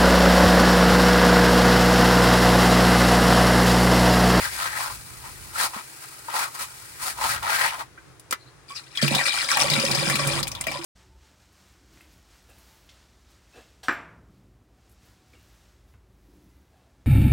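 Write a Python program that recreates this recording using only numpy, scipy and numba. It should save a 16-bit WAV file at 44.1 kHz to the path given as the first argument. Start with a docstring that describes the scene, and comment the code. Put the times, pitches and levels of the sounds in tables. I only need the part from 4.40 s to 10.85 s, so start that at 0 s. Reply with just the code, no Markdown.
"""A wet cloth rubs and hisses in strokes over a wall mirror, close by on an open terrace.
Stick-slip friction of its fibres rings the pane, and the water film fizzes. The cloth is then swished
and wrung out over a plastic bucket: impacts throw spray, trapped bubbles ring, the bucket booms in its
low modes and the last drops fall. Tiled walls add short reflections. Behind it are a distant hum,
a small bird's faint call and light air moving over the two microphones."""
import sys
import numpy as np
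from scipy import signal
from scipy.fft import rfft, irfft, next_fast_len
from scipy.io import wavfile
from scipy.ndimage import uniform_filter1d
from numba import njit

SR = 44100
rng = np.random.default_rng(int(sys.argv[2]) if len(sys.argv) > 2 else 0)


def generate_wav(signal):
    """Clip the signal to [-1, 1] and save it as 16-bit WAV at the path in sys.argv[1]."""
    frames = np.transpose(np.atleast_2d(signal))
    scaled = np.clip(frames, -1, 1) * 32767
    pcm = np.round(scaled).astype(np.int16)
    wavfile.write(sys.argv[1], SR, pcm)


N = 284445

# Levels in a table are relative: each layer has a further gain in the mix.
# strokes of the cloth: start_s, length_s, rub_db, film_re_rub_db, pocket_hz
CLOTH_STROKES = [(0.0, 0.075, -27.5, -8.5, 1570), (0.08, 0.13, -35.5, -4, 1950),
                 (0.192, 0.085, -27, -11, 1460), (0.286, 0.13, -33.5, -10, 1800),
                 (0.379, 0.096, -31, -6.5, 1270), (0.495, 0.063, -47, 4, 1290),
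                 (0.84, 0.038, -39.5, -13, 960), (1.148, 0.036, -40, -0.5, 1300),
                 (1.188, 0.069, -25, -4.5, 1350), (1.339, 0.059, -34.5, -11.5, 1020),
                 (1.635, 0.008, -39.5, -7, 1470), (1.9, 0.026, -35.5, -14, 960),
                 (1.946, .1, -25.5, -8.5, 1220), (2.148, 0.0077, -39.5, -1.5, 1090),
                 (2.194, 0.043, -34, -1, 1207), (2.617, 0.095, -33.5, -1.5, 1290),
                 (2.775, 0.026, -40.5, -6, 970), (2.811, 0.051, -25, -10.5, 900),
                 (2.865, 0.086, -27.5, -6, 1260), (2.954, 0.025, -29, -25, 1110),
                 (3.034, 0.066, -27, -18, 1130), (3.094, 0.14, -23.5, -10.5, 1500),
                 (3.228, 0.06, -22.5, -14, 2300), (3.324, 0.031, -30.5, -25, 1050),
                 (3.395, 0.018, -30.5, -23, 840)]
# the cloth catches on the glass or the frame: start_s, level_db, pitch_hz
CLOTH_CATCHES = [(.255, -28, 1150), (.39, -29, 800), (.402, -27, 1050), (.498, -29, 1130),
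                 (1.155, -30, 1350), (1.362, -35, 210), (1.883, -30, 950), (1.940, -25, 900),
                 (2.782, -33, 980), (2.843, -20.5, 930), (3.025, -31, 1200), (3.4, -33, 810)]
# modes of the mirror pane: pitch_hz, bandwidth_hz, level_db
PANE_MODES = [(880, 110, 4), (1020, 90, 2), (1270, 150, -1), (1930, 300, -7)]
# how freely the pane rings; it is stiff up in the arch, where the wiping starts: time_s, level_db
PANE_FREEDOM = [(.15, -12), (.4, -1.5)]
# spectra of the rubbing, the water film and the grit: frequency_hz, level_db
RUB_SPECTRUM = [(250, -28), (560, -4.5), (820, -2), (1300, .5), (2200, -2), (3100, -5.5), (4500, -4.5),
                (8000, -21)]
FILM_SPECTRUM = [(1000, -11.5), (2400, 0.5), (3200, -7.5), (4400, -1), (6200, -3.5), (9000, 2.5),
                 (12000, -3), (15500, -3)]
GRIT_SPECTRUM = [(500, -20), (1000, 0), (2400, -3), (9000, -14)]

# swishes of the cloth in the bucket: start_s, length_s, spray_db, bubbles_db
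CLOTH_SWISHES = [(4.297, 0.02, -37.5, -47), (4.355, 0.028, -34.5, -66), (4.557, 0.052, -32.5, -70),
                 (4.618, 0.038, -19, -43), (4.704, 0.11, -21.5, -24.5), (4.841, 0.052, -20, -32),
                 (4.922, 0.13, -21.5, -41.5), (5.087, 0.05, -19, -53), (5.12, 0.036, -26, -39),
                 (5.194, 0.024, -15, -19.5), (6.277, 0.1, -35.5, -34), (6.415, 0.018, -36.5, -44)]
# water squeezed through folds of the cloth: start_s, length_s, first_hz, last_hz, level_db
FOLD_SQUELCHES = [(3.572, 0.022, 1430, 1750, -43), (4.345, 0.05, 5900, 3800, -38.5),
                  (4.548, 0.016, 4000, 3200, -39.5), (4.578, 0.039, 2220, 1590, -32.5),
                  (4.775, 0.064, 2470, 1480, -26.5), (4.86, 0.074, 4760, 3170, -31),
                  (4.93, 0.032, 880, 760, -38), (4.96, 0.095, 2520, 1590, -35.5),
                  (5.108, 0.032, 1340, 1190, -26), (5.14, 0.064, 900, 710, -31),
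                  (5.695, 0.028, 1750, 2260, -30)]
# slaps of water and falling drops: start_s, level_db, pitch_hz
DROP_IMPACTS = [(3.796, -28.5, 9400), (3.909, -8.5, 7900), (3.925, -3, 1370), (4.573, -15, 4760),
                (4.679, -4, 2540), (4.749, -1.5, 3700), (4.782, -14, 2140), (5.115, -7.5, 1520),
                (5.171, -3, 1720), (5.211, -10, 1930), (5.3, -5, 4700), (5.335, -6, 3740),
                (5.398, -8.5, 4730), (5.45, -7, 5270), (5.513, -6, 4570), (5.549, -6, 5140),
                (5.698, -5.5, 1910), (5.755, -6, 2530), (5.873, -6, 9500), (6.029, -7, 4600),
                (6.07, -15, 2560), (6.078, -12, 8700), (6.116, -15.5, 5500), (6.15, -17.5, 3520),
                (6.21, -9.5, 8600), (6.239, -18.5, 3180), (6.268, -9, 2180), (6.314, -16.5, 2300),
                (6.442, -14, 8600)]
# the cloth or a gush of water plunges in: start_s, level_db
WATER_PLUNGES = [(4.63, -26), (4.716, -32), (5.5, -36), (5.85, -37), (6.27, -39)]
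# single air pockets that ring out: start_s, pitch_hz, level_db, t60_s, rise_octaves_per_s
AIR_POCKETS = [(3.925, 250, -30, .04, 0), (3.93, 2000, -41, .17, 0), (4.303, 1080, -34, .2, 3.1),
               (4.574, 3300, -12, .018, 0), (4.626, 650, -17, .03, -30), (4.628, 225, -10.5, .075, 0),
               (4.631, 150, -19, .13, 0), (4.71, 650, -20, .03, -30), (4.713, 225, -15, .07, 0),
               (4.718, 145, -25, .16, 0), (4.75, 210, -18, .07, 0), (5.089, 2200, -15, .03, 0),
               (5.171, 1100, -8, .012, 0), (5.243, 560, -14, .035, 0), (5.312, 148, -18, .13, 0),
               (5.317, 554, -19, .04, 0), (5.379, 226, -15, .08, 0), (5.436, 540, -17, .06, 0),
               (5.439, 229, -22, .08, 0), (5.505, 195, -22, .08, 0), (5.57, 140, -21, .15, 0),
               (5.624, 554, -21, .05, 0), (5.63, 145, -20, .19, 0), (5.672, 188, -18, .09, 0),
               (5.728, 1160, -20, .04, 0), (5.742, 207, -20, .08, 0), (5.792, 1140, -18, .05, 0),
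               (5.795, 600, -21, .05, 0), (5.864, 143, -22, .13, 0), (5.905, 570, -21, .05, 0),
               (5.99, 1190, -20, .04, 0), (6.015, 188, -27, .08, 0), (6.168, 3600, -26, .012, 0),
               (6.212, 2080, -29, .055, 0), (6.269, 650, -22.5, .06, 0), (6.283, 2350, -20, .05, 0),
               (6.354, 570, -27, .06, 0), (6.355, 980, -26, .07, 10), (6.388, 338, -33, .25, 0)]
# upper modes of the bucket, then low modes of bucket and water: pitch_hz, bandwidth_hz, level_db
WALL_MODES = [(540, 30, -3), (757, 14, -6), (984, 35, 0), (1140, 67, -3), (1755, 16, -1), (2075, 12, -1),
              (2326, 12, 0), (2390, 14, 4), (2480, 70, -3), (2740, 12, -3), (3490, 36, -5),
              (3850, 270, -6.5), (4930, 130, -3)]
BOOM_MODES = [(143, 8, 0), (200, 35, -12), (255, 25, -7), (336, 8, -1), (405, 8, -10), (468, 8, -15),
              (544, 9, -12)]
# spectra of small bubbles, spray, larger bubbles and the boom: frequency_hz, level_db
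FIZZ_SPECTRUM = [(1300, 2.5), (2200, 3.5), (3000, 1), (4400, 1.5)]
SPRAY_SPECTRUM = [(600, -24), (1300, 6), (2200, -9), (3000, -2), (4400, 5.5), (6200, 7), (9300, 14),
                  (11500, -1), (14000, 4), (15500, -2)]
GLUG_SPECTRUM = [(300, 6.5), (450, -10.5), (560, -2.5), (750, -2), (1100, -3.5), (1600, -13.5), (3000, 12)]
BOOM_SPECTRUM = [(70, -16), (135, 0.0), (300, -10.5), (550, 0.0), (900, -18)]

# notes of the bird: start_s, length_s, first_hz, last_hz, level_db
BIRD_NOTES = [(3.985, .065, 4150, 4100, -60), (4.052, .065, 3950, 4300, -60)]
# strength of the air on the microphones: time_s, level_db
BREEZE_LEVELS = [(0.0, -47), (0.45, -60), (0.5, -52.5), (1.06, -50), (1.56, -68.5), (2.77, -56.5),
                 (2.86, -45.5), (3.2, -57.5), (4.58, -67), (5.1, -60), (6.11, -43.5), (6.45, -57)]
# spectra of the distant hum and the buffeting air: frequency_hz, level_db
HUM_SPECTRUM = [(30, -24), (70, -26), (130, 6.5), (210, -17), (320, -1.5), (600, -11), (1300, -9),
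                (2100, -13.5), (3000, -18), (8000, -22), (11000, -24), (15000, -92)]
BUFFET_SPECTRUM = [(20, -40), (50, -0.5), (115, -3.5), (200, -14.5), (600, -32.5)]
# how alike the two microphones hear: frequency_hz, correlation
MIC_COHERENCE = [(60, 0.23), (140, 0.68), (300, 0.42), (640, 0.48), (1400, 0.42), (3000, 0.04),
                 (8000, 0.045)]
# stereo balance of the mirror and the bucket: frequency_hz, left_over_right_db
MIRROR_PAN = [(110, -3), (380, -3.5), (700, 1), (1000, 1.5), (1700, 7), (3000, 1), (4400, 6.5), (7000, 3.5),
              (9500, -2.5), (13000, 0)]
BUCKET_PAN = [(60, 3), (170, -11), (550, -3), (1150, -2.5), (1600, 3.5), (2400, 8), (3000, 0), (4600, 8.5),
              (6300, 4.5), (9500, -3), (13000, 0)]
# a narrow dip near 13 kHz: frequency_hz, gain_db
TREBLE_DIP = [(11800, -2.0), (13300, -12), (14500, -2)]

LIFT_S, DIP_S, WRING_S = 3.42, 4.28, 5.3  # the cloth leaves the glass, enters the water, is wrung


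def cloth():
    """Stick-slip friction: wet fibres excite the pane and the pocket under the hand; the film fizzes."""
    rub_gain, film_gain, pocket_hz = wiping()
    judder = amp(1.2 * walk(130))
    slips = clicks(rate=5000, spread_db=1.7) * judder
    wandering_hz = pocket_hz * np.exp(.12 * walk(32))
    pocket = np.array([sweep(x, wandering_hz, 4.2) for x in slips])
    # the moving hand favours now one mode of the pane, now another
    pane = sum(amp(db + 2 * walk(14)) * ring(slips, hz, width) for hz, width, db in PANE_MODES)
    body = unit(pocket) + amp(curve(PANE_FREEDOM)) * unit(pane)
    rub = colour(body + amp(4.5) * slips, RUB_SPECTRUM) * rub_gain * amp(-2.5 + .71 * walk(35.3))
    bursting = clicks(rate=22000, spread_db=1.2) * judder
    film = colour(bursting, FILM_SPECTRUM) * film_gain * amp(5)
    # the rasp of the fibres grows faster than the film's hiss
    rasp_gain = amp(-4.5) * film_gain.max() * (film_gain / film_gain.max()) ** 1.73
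    rasp = unit(ring(slips, hz=4250, width_hz=1500)) * rasp_gain
    # dragged grains of dirt tick against the glass
    grit = colour(clicks(rate=260, spread_db=1.5), GRIT_SPECTRUM) * rub_gain * amp(-11)
    catches = bursts(CLOTH_CATCHES, decay_s=.013, q=8, crack_db=-30)
    return stereo(rub + film + rasp + grit + catches, MIRROR_PAN, lag_s=-.00037)


def wiping():
    """Incoherent sources add in power: strokes and light sliding give rub gain, film gain and pitch."""
    edges = dict(attack_s=.015, release_s=.018)
    contact = gesture(0, LIFT_S, **edges)
    rub_power, film_power = (amp(-51) * contact) ** 2, (amp(-49) * contact) ** 2
    weighted_hz = rub_power * 1370
    for start, length, rub_db, film_db, hz in CLOTH_STROKES:
        effort = gesture(start, length, **edges, arch_db=2.5)  # the hand is fastest in mid-stroke
        power = (amp(rub_db) * effort) ** 2
        rub_power += power
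        film_power += power * amp(film_db) ** 2
        weighted_hz += power * hz * effort ** .032  # effort raises the pocket's pitch slightly
    return np.sqrt(rub_power), np.sqrt(film_power), weighted_hz / rub_power


def water():
    """Impact and resonance: stirred and falling water makes spray and bubbles, which ring the bucket."""
    flow = stream()
    spray_gain, glug_gain, boom_gain = rinsing(flow)
    fizz = colour(bubbles(1100, 5600, mean_cycles=24, spread_db=3, count=1700), FIZZ_SPECTRUM)
    spray = colour(clicks(rate=16000, spread_db=1.2), SPRAY_SPECTRUM)
    spurts = (amp(-10) * fizz + amp(-7.8) * spray) * amp(1.2 * walk(70))
    glugs = colour(bubbles(463, 1860, mean_cycles=8.5, spread_db=1.5, count=600), GLUG_SPECTRUM)
    stirred = spurts * spray_gain + glugs * glug_gain * amp(-10) + glides(FOLD_SQUELCHES, q=4)
    drops = bursts(DROP_IMPACTS, decay_s=.0064, q=5, crack_db=-1)
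    knocks = stirred + amp(-11) * drops
    walls = sum(amp(db) * ring(knocks, hz, width) for hz, width, db in WALL_MODES)
    inside = reflect(.7 * (stirred + walls), t60_s=.055, wet_db=-8, top_hz=7000)
    # drops are also heard directly; they are too small to radiate bass
    slaps = weigh(amp(-11.5) * drops, amp(response([(80, -17), (500, -.5)])))
    return stereo(inside + slaps + bucket_boom(boom_gain), BUCKET_PAN, lag_s=.0003)


def stream():
    """Flow envelope: wrung-out water swells, weakens slowly, then decays exponentially as a trickle."""
    wring = dict(start=WRING_S, length=.709, attack_s=.17)
    sag_db = -.5 * np.maximum(np.arange(N) / SR - WRING_S, 0)
    pour = gesture(**wring, release_s=.0067) * amp(sag_db)
    trickle = amp(-9.5) * gesture(**wring, release_s=3.5)
    return np.maximum(pour, trickle)


def rinsing(flow):
    """Superposition: lapping, swishes, plunges and the stream set the gains of spray, glugs and boom."""
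    edges = dict(attack_s=.0052, release_s=.033)
    spray = amp(-48.5) * gesture(DIP_S, WRING_S - DIP_S, **edges)  # lapping
    glugs = amp(-29) * flow
    for start, length, spray_db, bubbles_db in CLOTH_SWISHES:
        effort = gesture(start, length, **edges, arch_db=2.5)
        spray = np.hypot(spray, amp(spray_db) * effort)
        glugs = np.hypot(glugs, amp(bubbles_db) * effort)
    spray += amp(-23) * flow ** 2.4  # a thin trickle throws little spray
    plunges = sum(amp(db) * gesture(s, 0, attack_s=.002, release_s=.025) for s, db in WATER_PLUNGES)
    return spray, glugs, plunges + amp(-36.5) * flow ** 2


def bubbles(low_hz, high_hz, mean_cycles, spread_db, count):
    """Bubble resonance: size sets pitch; bubbles of random size form at random times after the dip."""
    when, pitch, life, strength, phase = rng.random((count, 5)).T
    start = DIP_S + when * (N / SR - DIP_S)
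    hz = low_hz * (high_hz / low_hz) ** pitch
    gain = amp(-spread_db * np.log(.04 + .96 * strength)) * hz
    cycles = mean_cycles * (.5 + life)
    return bubble_cloud(np.column_stack([start, hz, cycles, gain, 2 * np.pi * phase]), N)


@njit
def bubble_cloud(rows, size):
    """Damped oscillation: each bubble is a decaying sine that rises in pitch."""
    out = np.zeros((2, size))
    for start_s, hz, cycles, gain, right_phase in rows:
        start, length = int(start_s * SR), int(cycles / hz * SR)
        for i in range(min(length, size - start)):
            age = i / length
            phase = 2 * np.pi * cycles * age * (1 + .045 * age)
            envelope = gain * np.exp(-5 * age) * min(1., age * cycles * 2)
            out[0, start + i] += envelope * np.sin(phase)
            out[1, start + i] += envelope * np.sin(phase + right_phase)
    return out


def bucket_boom(gain):
    """Forced vibration: heaving water drives the low modes of the bucket's bottom and air column."""
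    heave = clicks(rate=1500, spread_db=.8) * gain
    drum = sum(amp(db) * ring(heave, hz, width) for hz, width, db in BOOM_MODES)
    return colour(drum, BOOM_SPECTRUM) * np.sqrt(np.mean(gain ** 2)) * amp(2)


def pockets():
    """Free vibration: air pockets close under the cloth or the stream and plop as single notes."""
    out, t = np.zeros((2, N)), np.arange(SR // 3) / SR
    for start, hz, db, t60, rise in AIR_POCKETS:
        phase = 2 * np.pi * np.cumsum(hz * 2 ** (rise * t)) / SR
        envelope = np.exp(-np.log(1000) * t / t60) * (1 - np.exp(-t * hz))
        add(out, start, amp(db) * envelope * np.sin(phase))
    pan_db = np.outer([.5, -.5], response(BUCKET_PAN))
    bass_cut_db = response([(50, -20), (125, 2)])
    return weigh(out, amp(pan_db + bass_cut_db))


def reflect(x, t60_s, wet_db, top_hz):
    """Reverberation: close walls return a short, dense tail without bass."""
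    t = np.arange(SR // 2) / SR
    tail = rng.standard_normal((2, len(t))) * np.exp(-np.log(1000) * t / t60_s) * (t > .0015)
    tail /= np.sqrt(np.sum(tail ** 2) / 2)
    tail = signal.sosfilt(signal.butter(1, top_hz, fs=SR, output="sos"), tail)
    tail = signal.sosfilt(signal.butter(2, 400, "high", fs=SR, output="sos"), tail)
    return x + amp(wet_db) * signal.fftconvolve(x, tail, axes=1)[:, :N]


def outdoors():
    """Ambient noise: a distant hum, pressure fluctuations of air on the microphones and a faint bird."""
    hum = colour(rng.standard_normal((2, N)), HUM_SPECTRUM) * amp(-54.5 + .5 * walk(9.1))
    buffet = colour(rng.standard_normal((2, N)), BUFFET_SPECTRUM)
    bird = glides(BIRD_NOTES, q=9)
    gusts = amp(curve(BREEZE_LEVELS) + 2.5 + walk(5.8))
    return stereo(hum + buffet * gusts + bird, MIRROR_PAN)


def bursts(table, decay_s, q, crack_db):
    """Impact transients: a broad crack and a resonance decay together."""
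    out, t = np.zeros((2, N)), np.arange(SR // 10) / SR
    envelope = np.exp(-t / decay_s) * (1 - np.exp(-t / .0004))
    for start, db, hz in table:
        noise = rng.standard_normal((2, len(t)))
        body = unit(ring(noise, hz, hz / q)) + amp(crack_db) * noise
        add(out, start, amp(db) * unit(body) * envelope)
    return out


def glides(table, q):
    """Narrow-band noise: each swell passes through a resonance that slides in pitch."""
    out = np.zeros((2, N))
    for start, length, first_hz, last_hz, db in table:
        hz = np.geomspace(first_hz, last_hz, int(length * SR))
        pair = [sweep(sweep(x, hz, q), hz, q) for x in rng.standard_normal((2, len(hz)))]
        add(out, start, amp(db) * unit(np.array(pair) * np.sqrt(np.hanning(len(hz)))))
    return out


def stereo(pair, pan, lag_s=0):
    """Partial coherence: two signals blend and lean aside; treble reaches the right lag_s later."""
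    likeness = response(MIC_COHERENCE)
    mid, side = weigh(pair[0], np.sqrt(1 + likeness)), weigh(pair[1], np.sqrt(1 - likeness))
    hz = np.fft.rfftfreq(next_fast_len(N, True), 1 / SR)
    phase = 2 * np.pi * hz * lag_s * hz ** 2 / (hz ** 2 + 1000 ** 2)
    balance = amp(np.outer([.5, -.5], response(pan)))
    delay = np.exp(1j * np.outer([.5, -.5], phase))
    return weigh(np.array([mid + side, mid - side]), balance * delay)


def gesture(start, length, attack_s, release_s, arch_db=0):
    """Envelope of one movement: it swells up to start, holds with an arch and dies away."""
    t = np.arange(N) / SR - start
    edges = np.minimum(t, 0) / attack_s - np.maximum(t - length, 0) / release_s
    from_middle = np.clip(2 * t / (length + 1e-6) - 1, -1, 1)
    return np.exp(np.maximum(edges, -20)) * amp(-arch_db * from_middle ** 2)


def clicks(rate, spread_db):
    """Shot noise: random impulses of uneven size, with their own strength at each microphone."""
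    size = (rng.random(N) < rate / SR) * amp(spread_db * np.minimum(rng.exponential(size=N), 4))
    return unit(size * rng.standard_normal((2, N)))


def walk(rate_hz):
    """Smooth random modulation with a spread near 1."""
    hold = int(SR / rate_hz)
    return 1.14 * uniform_filter1d(np.repeat(rng.standard_normal(N // hold + 1), hold), hold)[:N]


def ring(x, hz, width_hz):
    """Second-order resonance, gain 1 at its centre."""
    return signal.lfilter(*signal.iirpeak(hz, hz / width_hz, fs=SR), x)


@njit
def sweep(x, hz, q):
    """Time-varying resonance: two integrators in a loop, tuned by hz."""
    y, band_state, low_state = np.empty(len(x)), 0., 0.
    for i in range(len(x)):
        g = np.tan(np.pi * hz[i] / SR)
        band = (band_state + g * (x[i] - low_state)) / (1 + g * (g + 1 / q))
        band_state, low_state = 2 * band - band_state, low_state + 2 * g * band
        y[i] = band / q
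    return y


def colour(x, spectrum):
    """Spectral shaping by (frequency_hz, level_db) points, at rms 1."""
    return unit(weigh(x, amp(response(spectrum))))


def weigh(x, gain):
    """Linear filtering: a gain for every frequency bin."""
    size = next_fast_len(N, True)
    return irfft(rfft(x, size) * gain, size)[..., :N]


def response(points):
    """Log-frequency interpolation of (frequency_hz, value) points at every bin."""
    hz, value = np.transpose(points)
    return np.interp(np.log(np.fft.rfftfreq(next_fast_len(N, True), 1 / SR) + 1), np.log(hz), value)


def curve(points):
    """Linear interpolation of (time_s, value) points at every sample."""
    return np.interp(np.arange(N) / SR, *np.transpose(points))


def add(out, start_s, x):
    """Superpose a short sound at start_s."""
    i = int(start_s * SR)
    out[:, i:i + x.shape[-1]] += x[..., :max(N - i, 0)]


def amp(db):
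    """Decibels to gain."""
    return 10 ** (np.asarray(db) / 20)


def unit(x):
    """Scale to rms 1."""
    return x / np.sqrt(np.mean(x ** 2) + 1e-18)


def scene():
    """Direct and reflected sound: wiping, then rinsing, between tiled walls in the open air."""
    return reflect(cloth() + water() + pockets(), t60_s=.083, wet_db=-5, top_hz=5140) + outdoors()


def record(dry):
    """Filtering: a narrow dip near 13 kHz slightly dulls the high treble, and the very top is cut."""
    dulled = weigh(dry, amp(response(TREBLE_DIP)))
    return signal.sosfilt(signal.ellip(8, .2, 70, 15850, fs=SR, output="sos"), dulled)


dry = scene()
out = record(dry)
generate_wav(out)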